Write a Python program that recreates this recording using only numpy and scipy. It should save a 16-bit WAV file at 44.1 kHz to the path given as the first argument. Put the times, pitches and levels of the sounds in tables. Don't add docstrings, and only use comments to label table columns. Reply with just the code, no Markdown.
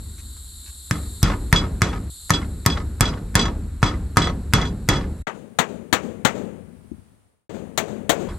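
import sys
import numpy as np
from scipy import signal
from scipy.fft import rfft, irfft, next_fast_len
from scipy.io import wavfile
from scipy.ndimage import uniform_filter1d

SR = 44100
rng = np.random.default_rng(int(sys.argv[2]) if len(sys.argv) > 2 else 0)


def unload_audio(sound):
    columns = np.transpose(np.atleast_2d(sound))
    steps = np.round(np.clip(columns, -1, 1) * 32767)
    wavfile.write(sys.argv[1], SR, steps.astype(np.int16))


N = 369558

# start in seconds, end in seconds.
DECK_SHOTS = [(-.01, 2.1), (2.1, 5.224), (8.287, 8.4)]
# start in seconds, end in seconds, fade-out in seconds.
CLOSE_SHOTS = [(5.27, 7.485, .5), (7.495, 8.287, .003)]
# start in
# seconds, then crack, steel tick, frame thump, slat clatter and faint fore-tick in dB, flight of the nails in
# seconds, their ring in dB, flight of the loose slat in seconds, its knock in dB.
DECK_BLOWS = [(-.4, -10, -5, -2, 1.5, -40, .04, -30, .1, -25),
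              (0.9107, -15.5, -6, -4.5, -12, -39, .03, -55, 0.12, -38),
              (1.2295, -27.5, 3.5, -1, -1.5, -27.5, 0.038, -38.5, 0.07, -10.5),
              (1.5276, -4.5, 3, -1.5, 0, -25.5, .032, -14.5, 0.11, -25.5),
              (1.8188, -6.5, 1, -3, -3, -23, 0.046, -34, 0.11, -19),
              (2.305, -5, 4, -0.5, -4.5, -9, 0.031, -15, 0.11, -26),
              (2.6618, -4.5, 8.5, -1, -4, -21, 0.038, -20.5, 0.11, -16.5),
              (3.008, -7, 6, -2.5, -0.5, -27, 0.046, -19, 0.13, -25),
              (3.3538, -5.5, 7.5, -2, 2, -25, .039, -12.5, 0.1, -12.5),
              (3.829, -5, -18.5, -2, -2.5, -24, .031, -20.5, .043, -22),
              (4.170, -2.5, 5.5, -2, 1, -23, 0.048, -16, 0.1, -11.5),
              (4.5358, -5.5, 6.5, -4.5, 2, -24.5, 0.078, -22.5, .09, -16),
              (4.8886, -6.5, 4.5, -3, 1, -25.5, 0.045, -22, 0.12, -22.5),
              (8.21, 7, -2, -5.5, -6.5, -40, 0.039, -34, 0.042, -30)]
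# frequency in Hz, level in dB per Hz, t60 in seconds.
CRACK_BANDS = [(250, 4, 0.014), (600, -11, 0.0092), (1350, 9, 0.012), (1900, -2, 0.012), (2840, -19, 0.013),
               (6000, -12.5, 0.042), (12500, -24, 0.023)]
# frequency in Hz, level in dB, t60 in seconds.
CONTACT_MODES = [(1300, -1, .014), (1800, 1, .013), (2200, -5, .009)]
# frequency in Hz, level in dB, t60 in seconds.
SLAT_MODES = [(759.5, -18.5, 0.038), (958, -18.5, 0.16), (1099, -15.5, 0.11), (1265, -11, 0.085),
              (1448, -17, 0.08), (1761, -14.5, 0.058), (2038, -14.5, 0.048)]
# frequency in Hz, level in dB per Hz, t60 in seconds.
STEEL_BANDS = [(1500, 4, 0.0021), (2960, -18, 0.01), (5460, -3.5, 0.0086), (8230, -5, 0.0089),
               (10100, -12.5, 0.01), (15800, 2, 0.0019)]
# frequency in Hz, level in dB, t60 in seconds.
FRAME_MODES = [(50.6, -31, 1.2), (74.1, -24, 3.6), (99.7, -25, 1.7), (119, 8, 0.037), (162.8, -15.5, .26),
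               (205, -27, 0.4), (278, -39, .2), (297.4, -23.5, 0.43)]
# frequency in Hz, level in dB per Hz, t60 in seconds.
CLATTER_BANDS = [(25.04, -8, 1.8), (45, 8, 1), (94, -9, 1.1), (173, 1, 1.01), (295, -5, 0.79),
                 (623, -14.5, 0.67), (1290, -12.5, 0.4), (2290, -15, 0.3), (2780, -19, 0.32),
                 (6500, -24.5, 0.26), (9900, -44, 0.26), (15000, -45.5, 0.11)]
# frequency in Hz, level in dB, t60 in seconds.
NAIL_MODES = [(2565, -18, .08), (3368, 0, .1), (3392, -9, .07), (4022, -6, .095), (4328, -14, .07),
              (4817, -13, .08), (4974, -8, .1), (6042, -9, .09), (6880, -15, .06), (7860, -13, .06)]
# frequency in Hz, level in dB per Hz, t60 in seconds.
BUZZ_BANDS = [(1813, -21.5, .06), (2900, -3.5, 0.1), (4500, -6, 0.1), (6440, -15.5, 0.11), (9000, -22, .05),
              (14000, -36, .04)]
# frequency in Hz, level in dB per Hz, t60 in seconds.
KNOCK_BANDS = [(300, 6.5, 0.064), (1100, 7, 0.061), (2200, 5, 0.02), (4030, -7.5, 0.063),
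               (7530, -28, 0.024), (14000, -31.5, .03)]
# frequency in Hz, level in dB per Hz.
INSECT_COLOUR = [(2000, -38), (3400, -8.5), (3850, 2.5), (4350, 2), (4850, -13.5), (6400, -16.5), (7400, 7),
                 (8400, 0), (9300, -2.5), (10100, -2), (10700, -3.5), (11600, 0), (12800, -10.5),
                 (14500, -27), (16000, -42)]
# frequency in Hz, level in dB per Hz.
SWAY_COLOUR = [(20, -20), (40, -2), (68, 6.5), (110, -20), (300, -30), (600, -40.5), (1400, -34.5),
               (3000, -47), (8000, -54.5)]
# frequency in Hz, level in dB per Hz.
TREMBLE_COLOUR = [(60, -18.5), (130, -4), (200, 3), (320, -3), (450, -13), (800, -41), (2000, -50)]
# start in seconds, level in dB, length in seconds.
SCUFFS = [(0.177, -31, 0.042), (0.361, -39, .03), (0.639, -28.5, .09)]
# frequency in Hz, level in dB per Hz, t60 in seconds.
TICK_BANDS = [(300, -15, 0.016), (1500, -0.5, 0.023), (3500, -6, 0.033), (7000, -2, .025),
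              (15000, -20, .02)]
# frequency in Hz, side against mid in dB.
PORT_WIDTH = [(20, -20), (200, -20), (380, -12.5), (1290, -8), (2400, -6), (8000, -6), (15000, -6.5)]
# start in seconds, then clack level, treble, hollow ring
# and reverberation in dB.
CLOSE_BLOWS = [(5.244, 4, -11, -19, -0.5), (5.5871, 1.5, -1, -15, 4.5), (5.927, 0.5, 3, -17, 7),
               (6.249, 2.5, -1, -18, 9), (7.439, -13.5, 10, -11, 5), (7.7755, -8.5, 11, -3, 8),
               (8.0935, -5.5, 11.5, 2.5, 11.5)]
# frequency in Hz, level in dB per Hz, t60 in seconds.
CLACK_BANDS = [(51, -39, 0.26), (177, 7.5, 0.098), (388, -1.5, 0.19), (694, 2, 0.17), (1100, 0.5, 0.19),
               (1950, 1, 0.14), (2550, -8, 0.2), (3470, -1.5, 0.1), (5060, -21, 0.14), (6800, -6.5, 0.11),
               (9260, -19.5, 0.084), (15500, -22.5, 0.098)]
# frequency in Hz, level in dB per Hz, t60 in seconds.
HOLLOW_BANDS = [(150, -11, .2), (360, 0.5, 0.23), (665, 4, 0.25), (900, -13, 0.24), (1500, -21.5, .1)]
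# frequency in Hz, level in dB per Hz, t60 in seconds.
REVERB_BANDS = [(39.94, -38, 1.5), (100, -19, 3.5), (141, -17, 1.36), (206, -6.5, 1.45), (284, -11.5, 1.02),
                (464, -9.5, 0.93), (696, -19, 0.83), (1010, -27.5, 0.86), (2010, -36, 1.04),
                (3620, -35, 0.59), (5460, -40.5, 0.44), (6750, -33.5, 0.59), (9750, -56.5, 0.97),
                (15500, -54.5, 0.76)]
# frequency in Hz, level in dB per Hz.
TRILL_COLOUR = [(2000, -13), (6000, -13.5), (8400, -6.5), (8740, 3.5), (9100, -7), (9800, 0.5),
                (10500, -9.5), (13000, -16.5)]
# frequency in Hz, level in dB per Hz.
STILL_COLOUR = [(30, -11), (150, 0), (300, -7), (600, -7.5), (2000, -16), (4000, -25), (9000, -39)]
# frequency in Hz, level in dB per Hz.
RIGHT_AIR_COLOUR = [(30, -4), (70, -11), (140, -3.5), (270, -1), (600, -6), (1300, -13), (3000, -20.5),
                    (7000, -29), (15000, -33)]
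# start in seconds, level in dB.
BUMPS = [(6.845, -17.5), (6.914, -2.5), (6.981, -17), (7.116, -25)]
# frequency in Hz, level in dB per Hz, t60 in seconds.
BUMP_BANDS = [(40.5, -25, 0.1), (110, 6.5, 0.12), (233, 2.5, 0.088), (410, -16, 0.05), (643, -40, 0.045),
              (1200, -65, .04)]

TIME = np.arange(N) / SR
AGE = TIME[:int(1.6 * SR)]
FORE_TICK_S = 0.0093
NAIL_REBOUND, NAIL_LOSS_DB = .5, 4.5
SLAT_REBOUND, SLAT_LOSS_DB = .26, 5
JOLT_DB = 0.5
SWAY_REST_DB, TREMBLE_REST_DB = -41.5, -66
SWAY_DB, TREMBLE_DB, SETTLE_T60_S = -32, -40.5, 2.45
INSECT_DB, SWELL_DB, SWELL_S = -41.5, 6, 0.44
DUCK_THRESHOLD_DB, DUCK_RATIO, DUCK_AVERAGE_S = -49, 10, 2.5
STILL_DB, TRILL_DB, RIGHT_AIR_DB, RIGHT_LEAK_DB = -61, -62.5, -57.5, -44
DECK_TOP_HZ, TOP_HZ = 12500, 16000


def undb(db):
    return 10 ** (np.asarray(db) / 20)


def decay(t, t60):
    return np.exp(-np.log(1000) * t / t60)


def fade(t60):
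    return decay(AGE, t60)


def add(track, s, sound):
    i = int(s * SR)
    part = sound[max(0, -i):len(track) - i]
    first = max(0, i)
    track[first:first + len(part)] += part


def shot(start, end, fade_s=.001):
    gate = (TIME > start) * np.clip((end - TIME) / fade_s, 0, 1)
    return uniform_filter1d(gate, size=128)


def log_place(n, hz, values):
    bins_hz = np.arange(n // 2 + 1) * SR / n
    return np.interp(np.log(bins_hz + 1), np.log(hz), values)


def tint(x, spectrum):
    hz, db = np.transpose(spectrum)
    n = next_fast_len(N, True)
    gain = undb(log_place(n, hz, db))
    return irfft(rfft(x, n) * gain, n)[:N]


def hiss(spectrum):
    x = tint(rng.standard_normal(N), spectrum)
    return x / x.std()


def dense(bands, treble_db=0):
    hz, db, t60 = np.transpose(bands)
    length_s = min(1.3, 1.5 * t60.max())
    n = next_fast_len(int(length_s * SR), True)
    index = np.arange(len(hz))
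    shares = np.maximum(0, 1 - abs(log_place(n, hz, index) - index[:, None]))
    parts = irfft(shares * rfft(rng.standard_normal(n)), n)
    gains = undb(db + treble_db * hz / (hz + 3000))
    sound = gains @ (parts * decay(AGE[:n], t60[:, None]))
    return np.pad(sound, (0, len(AGE) - n))


def ring(modes, detune, scatter_db):
    out = np.zeros(len(AGE))
    for hz, db, t60 in modes:
        a, b = rng.standard_normal(2)
        t = AGE[:int(1.2 * t60 * SR)]
        wave = np.sin(2 * np.pi * hz * (1 + detune * a) * t)
        out[:len(t)] += undb(db + scatter_db * b) * wave * decay(t, t60)
    return out


def chatter(sound, spread_s, count):
    out = sound.copy()
    for u, size in rng.uniform(0, 1, (count, 2)):
        i = 1 + int(u * spread_s * SR)
        out[i:] += (1 - u) * size * sound[:-i]
    return out


def crack():
    contact = ring(CONTACT_MODES, detune=0.072, scatter_db=-3.0)
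    slat = ring(SLAT_MODES, detune=0.0042, scatter_db=4.0)
    return dense(CRACK_BANDS) + contact + undb(-2.5) * slat


def frame_thump():
    return -ring(FRAME_MODES, detune=0.013, scatter_db=1.5) * (1 - fade(.028))


def rattle(count, spread_s, db):
    out = np.zeros(len(AGE))
    for u, size in rng.uniform(0, 1, (count, 2)):
        i = 1 + int((0.011 + u * spread_s) * SR)
        knock = ring(SLAT_MODES, detune=0.033, scatter_db=4.0)
        out[i:] += undb(db - 10 * u) * (.5 + size) * knock[:-i]
    return out


def clatter():
    slats = dense(CLATTER_BANDS) * (1 - fade(0.0057)) + rattle(count=12, spread_s=.115, db=-19)
    nails = chatter(ring(NAIL_MODES, detune=0.00089, scatter_db=-2.0), spread_s=0.081, count=8)
    return slats + undb(-25) * nails


def deck_blow(crack_db, steel_db, thump_db, clatter_db):
    out = undb(crack_db) * crack()
    out += undb(steel_db) * dense(STEEL_BANDS)
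    out += undb(thump_db) * frame_thump()
    return out + undb(clatter_db) * clatter()


def nail_jingle():
    nails = ring(NAIL_MODES, detune=0.00092, scatter_db=1.5) + undb(2.5) * dense(BUZZ_BANDS)
    return chatter(undb(-5) * nails, spread_s=.018, count=2) * (1 - fade(0.0041))


def slat_knock():
    wood = dense(KNOCK_BANDS) + undb(1.5) * ring(SLAT_MODES, detune=0.006, scatter_db=-2.5)
    return chatter(undb(-6) * wood, spread_s=0.036, count=3) * (1 - fade(0.0056))


def landings(touch, flight_s, rebound, loss_db, count):
    out = np.zeros(len(AGE))
    flights = flight_s * rebound ** np.arange(count)
    for k, s in enumerate(np.cumsum(flights)):
        add(out, s, undb(-k * loss_db) * touch())
    return out


def loose_pieces(nail_s, nail_db, slat_s, slat_db):
    out = undb(nail_db) * landings(nail_jingle, nail_s, NAIL_REBOUND, NAIL_LOSS_DB, count=3)
    out += undb(slat_db) * landings(slat_knock, slat_s, SLAT_REBOUND, SLAT_LOSS_DB, count=2)
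    add(out, slat_s, undb(slat_db + nail_db + JOLT_DB) * nail_jingle())
    return out


def insect_chorus():
    return hiss(INSECT_COLOUR) * undb(INSECT_DB - SWELL_DB * np.exp(-TIME / SWELL_S))


def ducking(x):
    step = 1 / (DUCK_AVERAGE_S * SR)
    level = np.sqrt(signal.lfilter([step], [1, step - 1], np.gradient(x) ** 2))
    return np.maximum(1, level / undb(DUCK_THRESHOLD_DB)) ** (1 / DUCK_RATIO - 1)


def deck():
    insects = insect_chorus()
    sway, tremble = hiss(SWAY_COLOUR), hiss(TREMBLE_COLOUR)
    at_rest = undb(SWAY_REST_DB) * sway + undb(TREMBLE_REST_DB) * tremble
    shaken = undb(SWAY_DB) * sway + undb(TREMBLE_DB) * tremble
    out, before = 0, -np.inf
    for start, end in DECK_SHOTS:
        track, shaking = np.zeros((2, N))
        for s, crack_db, steel_db, thump_db, clatter_db, fore_db, *loose in DECK_BLOWS:
            if before < s < end:
                add(track, s - FORE_TICK_S, undb(fore_db) * dense(CRACK_BANDS))
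                add(track, s, deck_blow(crack_db, steel_db, thump_db, clatter_db) + loose_pieces(*loose))
                add(shaking, s, undb(thump_db) * fade(SETTLE_T60_S))
        track = track + at_rest + shaking * shaken + ducking(track) * insects
        out = out + track * shot(start, end)
        before = end
    return out


def handling():
    out = np.zeros(N)
    for s, db, length_s in SCUFFS:
        scuff = chatter(dense(TICK_BANDS, treble_db=-4), spread_s=length_s, count=24)
        add(out, s, undb(db) * scuff * (1 - fade(length_s)))
    return out


def ports(x, smear_s=0.067):
    paths = rng.standard_normal(len(AGE)) * fade(smear_s)
    smeared = signal.fftconvolve(x, paths / np.linalg.norm(paths))[:N]
    side = tint(smeared, PORT_WIDTH)
    pair = np.tanh([x + side, x - side])
    return signal.sosfilt(signal.butter(4, DECK_TOP_HZ, fs=SR, output="sos"), pair)


def clack(db, treble_db, hollow_db):
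    dry_clack = undb(db) * dense(CLACK_BANDS, treble_db)
    hollow = undb(hollow_db) * dense(HOLLOW_BANDS)
    return (dry_clack + hollow) * (1 - fade(0.0032))


def reverberation(late_s=0.099, early_share=0.49):
    early = early_share * (1 - fade(0.15))
    late = (1 - early_share) * np.clip((AGE - late_s) / 0.0083, 0, 1)
    return (early + late) * dense(REVERB_BANDS)


def hand_bump():
    return dense(BUMP_BANDS) * (1 - fade(0.014))


def close():
    calm = undb(TRILL_DB) * hiss(TRILL_COLOUR) + undb(STILL_DB) * hiss(STILL_COLOUR)
    for s, db in BUMPS:
        add(calm, s, undb(db) * hand_bump())
    out = 0
    for start, end, fade_s in CLOSE_SHOTS:
        track = calm.copy()
        for s, db, treble_db, hollow_db, reverb_db in CLOSE_BLOWS:
            if start < s + .1 < end:
                add(track, s, clack(db, treble_db, hollow_db) + undb(reverb_db) * reverberation())
        out = out + track * shot(start, end, fade_s)
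    return out


def right_air():
    return undb(RIGHT_AIR_DB) * hiss(RIGHT_AIR_COLOUR) * sum(shot(*row) for row in CLOSE_SHOTS)


def scene():
    left, right = ports(deck() + handling())
    near = close()
    return np.array([left + near, right + undb(RIGHT_LEAK_DB) * near + right_air()])


def record(dry):
    x = signal.sosfilt(signal.butter(2, 22, "high", fs=SR, output="sos"), dry)
    clipped = np.clip(x, -1, 1)
    return signal.sosfilt(signal.ellip(8, .2, 70, TOP_HZ, fs=SR, output="sos"), clipped)


dry = scene()
out = record(dry)
unload_audio(out)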